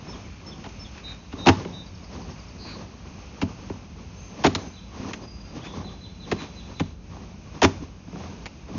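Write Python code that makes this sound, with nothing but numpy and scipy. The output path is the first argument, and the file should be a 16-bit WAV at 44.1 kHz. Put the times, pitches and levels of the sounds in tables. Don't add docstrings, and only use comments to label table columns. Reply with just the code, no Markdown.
import sys
import numpy as np
from scipy import signal
from scipy.fft import rfft, irfft, next_fast_len
from scipy.io import wavfile

SR = 44100
rng = np.random.default_rng(int(sys.argv[2]) if len(sys.argv) > 2 else 0)


def pcm_store(signal):
    levels = np.round(np.clip(np.atleast_2d(signal), -1, 1) * 32767)
    wavfile.write(sys.argv[1], SR, levels.astype(np.int16).T)


N = 387198


# start in seconds, length in seconds, relative level in dB.
PULLS = [(-0.05, 0.38, -43), (0.365, 0.43, -47), (0.903, 0.46, -52.5), (1.27, 0.69, -38.5),
         (1.948, 0.59, -43.5), (2.493, 0.57, -42.5), (2.865, 0.59, -49.5), (3.248, 0.75, -47),
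         (3.94, 0.18, -48.5), (4.272, 0.55, -38), (4.861, 0.51, -39.5), (5.414, 0.81, -42.5),
         (6.193, 0.4, -41), (6.622, 0.37, -52.5), (7.07, 0.35, -45.5), (7.412, 0.65, -43.5),
         (8.044, 0.51, -43.5), (8.651, 0.45, -38.5)]

def pulls(skew=0.73, rub_power=1.85):
    t, power = np.arange(N) / SR, np.zeros(N)
    for start, length, db in PULLS:
        progress = np.clip((t - start) / length, 0, 1)
        speed = abs(np.sin(np.pi * progress ** skew))
        power += (gain_of(db) * speed ** rub_power) ** 2
    return np.sqrt(power)


# frequency in Hz, relative level in dB.
RUB_TONE = [(50, -15.5), (90, 9.5), (130, 10), (170, 14), (330, 7), (600, 0.5), (860, -5.5), (1450, -10),
            (2600, -12.5), (4000, -15.5), (6600, -24), (7000, -50)]

def rubbing(slide_db=2.5, grit_db=-8, creep_db=-59.5, flutter_db=2.5, sizzle_db=-14):
    pull = pulls()
    creep = gain_of(creep_db) * lull()
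    friction = gain_of(slide_db) * noise(RUB_TONE) + gain_of(grit_db) * grit()
    sizzle = gain_of(sizzle_db) * pull * noise([(1500, -27), (4000, -1), (6500, 5.5), (7000, -22)])
    flutter = gain_of(flutter_db * wander(N, rate_hz=13.7))
    return (friction * np.hypot(pull, creep) + sizzle) * flutter


def grit(per_s=340, spread_db=3.5, quality=6.5, low_hz=760, high_hz=1170, pitches=8):
    ticks = np.zeros(N)
    for hz in np.linspace(low_hz, high_hz, pitches):
        size = gain_of(spread_db * np.minimum(rng.exponential(1, N), 3))
        catches = size * (rng.random(N) < per_s / pitches / SR)
        ticks += resonate(resonate(catches, hz, quality), hz, quality) / np.sqrt(hz)
    return evened(ticks)


# start in seconds, rattle level in dB, rattle length in seconds,
# added brightness in dB per octave, jolt level in dB, pitch of the clunk in Hz.
KNOCKS = [(0.64, -40, 0.027, 1.5, -33, 880), (0.690, -44, 0.0019, 6, -58, 1505),
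          (1.325, -40.5, 0.0076, -1.5, -31.5, 299), (1.4599, -14.5, 0.0043, -2.5, -31, 643),
          (1.469, -9, 0.004, 0.5, -30, 380), (1.482, -10.5, 0.004, 0, -13.5, 1020),
          (1.4872, -11.5, 0.00872, 1, -13.5, 880), (1.648, -28, 0.0023, -2.5, -44, 520),
          (3.415, -26, .011, 1.5, -19, 235), (3.698, -28, 0.0027, -3, -31, 253),
          (4.4385, -16, .005, -1.5, -25, 800), (4.4455, -12.5, 0.015, -0.1, -28.5, 780),
          (4.464, -17.5, 0.0042, 3, -18, 277), (4.550, -21, 0.0045, 4.5, -25, 4130),
          (4.989, -37, 0.0022, -14, -41, 225), (5.042, -40, 0.0053, -5.5, -35, 228),
          (5.133, -31, 0.0064, 3.5, -50, 2070), (5.744, -53, 0.03, -11, -34.5, 95),
          (5.842, -42, 0.0052, -4, -43, 810), (6.3136, -21, .008, .5, -26.5, 340),
          (6.7974, -22, 0.008, -.5, -22.5, 168), (7.166, -41, 0.0019, -1.5, -49, 804),
          (7.6178, -14.5, 0.009, 0.5, -22, 680), (7.6301, -12.5, 0.012, 2.1, -17, 285),
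          (7.6474, -12, 0.0039, 3, -17.5, 945), (7.794, -37, 0.028, -15, -35.5, 302),
          (8.074, -37.5, 0.002, -6.5, -52, 760), (8.126, -35.5, 0.012, -6, -47, 437),
          (8.156, -35, 0.002, -4, -40, 1090), (8.202, -39.5, 0.0026, -4, -46, 876),
          (8.235, -39, .003, -3, -44, 1090), (8.4566, -34, 0.0082, 2, -57, 2420),
          (8.682, -37.5, 0.023, -3.5, -46, 187), (8.733, -32.5, .035, -10.5, -52, 191)]
# frequency in Hz, relative level in dB.
RATTLE_TONE = [(40, -40.5), (120, -9), (250, -1), (380, -2.5), (520, -8), (950, -9.5), (1300, -13),
               (1900, -15.5), (2800, -17), (4500, -24.5), (6800, -28)]
# frequency in Hz, seconds to fade by 60 dB.
ECHO_FADES = [(100, 0.51), (400, 0.24), (1500, 0.29), (6500, 0.38)]

def knocks(crack_s=0.0013, release_s=0.0059, bounces_per_s=7000, jolt_s=0.0006,
           clunk_db=3, thud_db=5, ring_db=-1, echo_db=-17):
    t, ring = np.arange(SR // 4) / SR, frame_ring()
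    push = np.exp(-t / jolt_s)
    jolt = signal.fftconvolve(ring, push / push.sum())
    crack = np.exp(-t / crack_s)
    rattles, jolts = np.zeros(N), np.zeros(N)
    for start, db, length, brightness, jolt_db, clunk_hz in KNOCKS:
        tone = [(hz, level + brightness * np.log2(hz)) for hz, level in RATTLE_TONE]
        contact = crack + np.exp(-np.maximum(t - length, 0) / release_s)
        bounces = contact * rng.standard_normal(len(t)) * (rng.random(len(t)) < bounces_per_s / SR)
        rattle = signal.fftconvolve(bounces, click(tone))
        rattle += gain_of(clunk_db) * resonate(rattle, clunk_hz, quality=5)
        add(rattles, start, gain_of(db) * rattle * np.linalg.norm(contact) / np.linalg.norm(rattle))
        thud = jolt + gain_of(thud_db) * resonate(jolt, clunk_hz, quality=4)
        add(jolts, start + 0.85 * length, gain_of(jolt_db) * thud)
    ringing = signal.fftconvolve(rattles, ring / abs(rfft(ring)).max())[:N]
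    direct = along_rod(rattles + gain_of(ring_db) * ringing + jolts)
    return direct + gain_of(echo_db) * echoes(direct, ECHO_FADES)


# pitch in Hz, relative level in dB, seconds to fade by 60 dB.
FRAME_TONES = [(94.8, 0.5, 0.16), (162.7, -6.5, 0.15), (199, -3.5, 0.12), (246.5, -9, 0.19),
               (270.4, -1.5, 0.11), (388.9, -5, 0.11), (659, -7, 0.12), (859, -12, 0.18),
               (1013, -12.5, 0.091), (1840, -13, 0.04), (2730, -6.5, 0.046)]

def frame_ring():
    t = np.arange(SR // 2) / SR
    return sum(gain_of(db - 60 * t / fade) * np.cos(2 * np.pi * hz * t) for hz, db, fade in FRAME_TONES)


def along_rod(x, lag_s=0.01149, corner_hz=479.5):
    size = next_fast_len(N + SR)
    turns = lag_s * corner_hz * np.arctan(np.fft.rfftfreq(size, 1 / SR) / corner_hz)
    return irfft(rfft(x, size) * np.exp(-2j * np.pi * turns), size)[:N]


# middle in seconds, level in dB, half length in seconds, squeak pitch in Hz.
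BRUSHES = [(0.12, -54.5, 0.23, 2420), (0.979, -48, 0.025, 2580), (1.111, -46.5, 0.039, 2420),
           (1.329, -48, 0.011, 2770), (2.705, -43, 0.027, 2500), (5.052, -53, 0.058, 2470),
           (5.659, -39.5, 0.015, 2460), (6.413, -41, 0.031, 2510)]
# frequency in Hz, relative level in dB.
BRUSH_TONE = [(300, -10.5), (900, 0.5), (1500, 7.5), (2600, 2), (3500, 1), (6800, -5.5)]

def brushes(flutter_db=2.5, squeak_db=8):
    t, out = np.arange(SR // 2) / SR, np.zeros(N)
    middle = t.mean()
    for when, db, half, hz in BRUSHES:
        friction = noise(BRUSH_TONE, len(t)) * gain_of(flutter_db * wander(len(t), rate_hz=120))
        friction = evened(friction + gain_of(squeak_db) * resonate(friction, hz, quality=14))
        swell = np.exp(-.5 * ((t - middle) / half) ** 2)
        add(out, when - middle, gain_of(db) * friction * swell)
    return out


# start in seconds, relative level in dB.
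OPENING_CALLS = [(.07, -52), (.455, -50), (0.786, -50)]
TWIN_CALLS = [(1.027, -45), (1.372, -46.5), (1.718, -49)]
# delay in seconds, length in seconds, first pitch in Hz,
# last pitch in Hz, relative level in dB, pitch shake in Hz.
OPENING_NOTES = [(0, 0.068, 5353, 5290, 3.5, 12), (0.057, 0.033, 3780, 3080, 1.5, 98)]
TWIN_NOTES = [(0, 0.12, 3777, 3728, 0.89, 9.2), (0, .115, 3960, 4000, 0.5, 4.8)]
CHIP_NOTES = [(0, 0.016, 5670, 4360, 2.5, 249), (0.011, 0.03, 4680, 4660, -6.5, 110)]
CLOSING_BUZZ = (0.22, 4490, 4250, -46.5, 70)

def near_bird(trill_at_s=1.858, chip_gap_s=0.089, chip_db=-54.5, buzz_at_s=2.57,
              echo_db=-11, fade_s=0.88, reflection_s=0.021, reflection_db=-10):
    trill = [(trill_at_s + k * chip_gap_s, chip_db) for k in range(8)]
    song = calls(OPENING_CALLS, OPENING_NOTES)
    song += calls(TWIN_CALLS, TWIN_NOTES, sag_hz_per_s=100)
    song += calls(trill, CHIP_NOTES)
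    add(song, buzz_at_s, note(*CLOSING_BUZZ, throb_hz=370))
    heard = song + gain_of(echo_db) * echoes(song, [(7000, fade_s)])
    add(heard, reflection_s, gain_of(reflection_db) * song)
    return heard


# start in seconds, relative level in dB.
CHIRP_CALLS = [(4.725, -50.5), (5.83, -48), (6.0, -49.5), (6.19, -49), (6.365, -48.5), (6.55, -50),
               (6.735, -50.5)]
CHIRP_NOTES = [(0, 0.075, 4030, 3973, 1.3, 59.8), (.026, 0.05, 3966, 3100, 0, 120)]
# start in seconds, then the same columns as CLOSING_BUZZ.
FAR_NOTES = [(4.145, 0.18, 6320, 6230, -53, 78.5), (4.587, 0.12, 6270, 6180, -50, 40.3),
             (5.05, 0.16, 6220, 6120, -55.5, 50.4), (5.199, 0.19, 4926, 4820, -47.5, 38),
             (5.40, .16, 4845, 4790, -59, 38), (5.612, 0.038, 3050, 3490, -47.5, 130),
             (5.635, 0.074, 3480, 3560, -46, 120)]

def far_bird(level_db=-4, fade_s=0.55):
    song = calls(CHIRP_CALLS, CHIRP_NOTES)
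    for start, *shape in FAR_NOTES:
        add(song, start, note(*shape))
    return gain_of(level_db) * (song + echoes(song, [(7000, fade_s)]))


def calls(starts, notes, sag_hz_per_s=0):
    song = np.zeros(N)
    for start, db in starts:
        sag_hz = sag_hz_per_s * (start - starts[0][0])
        for delay, length, first_hz, last_hz, note_db, shake_hz in notes:
            whistle = note(length, first_hz - sag_hz, last_hz - sag_hz, db + note_db, shake_hz)
            add(song, start + delay, whistle)
    return song


def note(length, first_hz, last_hz, db, shake_hz, throb_hz=0, throb_rate_hz=265):
    n = int(length * SR)
    throb = throb_hz * np.sin(2 * np.pi * throb_rate_hz * np.arange(n) / SR)
    hz = np.linspace(first_hz, last_hz, n) + shake_hz * wander(n, rate_hz=190) + throb
    whistle = np.sqrt(2) * np.sin(2 * np.pi * np.cumsum(hz) / SR)
    return gain_of(db) * whistle * signal.windows.tukey(n, .5)


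# frequency in Hz, relative level in dB.
DRONE_TONE = [(20, -29), (35, -19), (54, 0.5), (72, -4), (95, -2.5), (135, -12.5), (180, -5.5),
              (300, -18.5), (1500, -41), (6800, -77)]
HISS_TONE = [(300, 7), (1000, 9), (1900, 1), (2500, 8.5), (3400, 0), (5000, 2), (5800, 2), (6400, 5),
             (6750, -4), (7000, -36.5)]

def background(drone_db=-42.5, drone_waver_db=1, hiss_db=-53.5, hiss_waver_db=1.8):
    drone = noise(DRONE_TONE) * gain_of(drone_db + drone_waver_db * wander(N, rate_hz=4.7))
    hiss = noise(HISS_TONE) * gain_of(hiss_db + hiss_waver_db * wander(N, rate_hz=2))
    return drone + hiss * lull()


def lull(middle_s=6.975, half_s=0.046, depth_db=-8):
    return gain_of(depth_db * np.exp(-.5 * ((np.arange(N) / SR - middle_s) / half_s) ** 2))


def echoes(x, fades):
    hz, t, bands = signal.stft(rng.standard_normal(SR), SR, nperseg=256)
    decay = gain_of(-60 * t / value_at(fades, hz)[:, None])
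    tail = signal.istft(bands * decay, SR, nperseg=256)[1]
    return signal.fftconvolve(x, tail / np.linalg.norm(tail))[:N]


def resonate(x, hz, quality):
    return signal.lfilter(*signal.iirpeak(hz, quality, SR), x)


def click(tone, size=4096):
    log_gain = np.log(gain_of(value_at(tone, abs(np.fft.fftfreq(size, 1 / SR)))))
    return np.fft.ifft(np.exp(np.conj(signal.hilbert(log_gain)))).real


def noise(tone, n=N):
    gains = gain_of(value_at(tone, np.fft.rfftfreq(n, 1 / SR)))
    return evened(irfft(rfft(rng.standard_normal(n)) * gains, n))


def wander(n, rate_hz):
    hz = np.fft.rfftfreq(n, 1 / SR)
    return evened(irfft(rfft(rng.standard_normal(n)) / (1 + (hz / rate_hz) ** 4), n))


def value_at(table, hz):
    row_hz, values = np.transpose(table)
    return np.interp(np.log(hz + 1), np.log(row_hz + 1), values)


def gain_of(db):
    return 10 ** (np.asarray(db) / 20)


def evened(x):
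    return x / np.sqrt(np.mean(x ** 2) + 1e-20)


def add(mix, start_s, sound):
    part = mix[max(round(start_s * SR), 0):][:len(sound)]
    part += sound[:len(part)]


def scene():
    return (knocks() + rubbing() + brushes() + background() + near_bird() + far_bird())[None]


def record(dry, top_hz=7000):
    lowpass = signal.firwin(361, top_hz, window=("kaiser", 7), fs=SR)
    return signal.oaconvolve(np.tanh(dry), lowpass[None], "same")


dry = scene()
out = record(dry)
pcm_store(out)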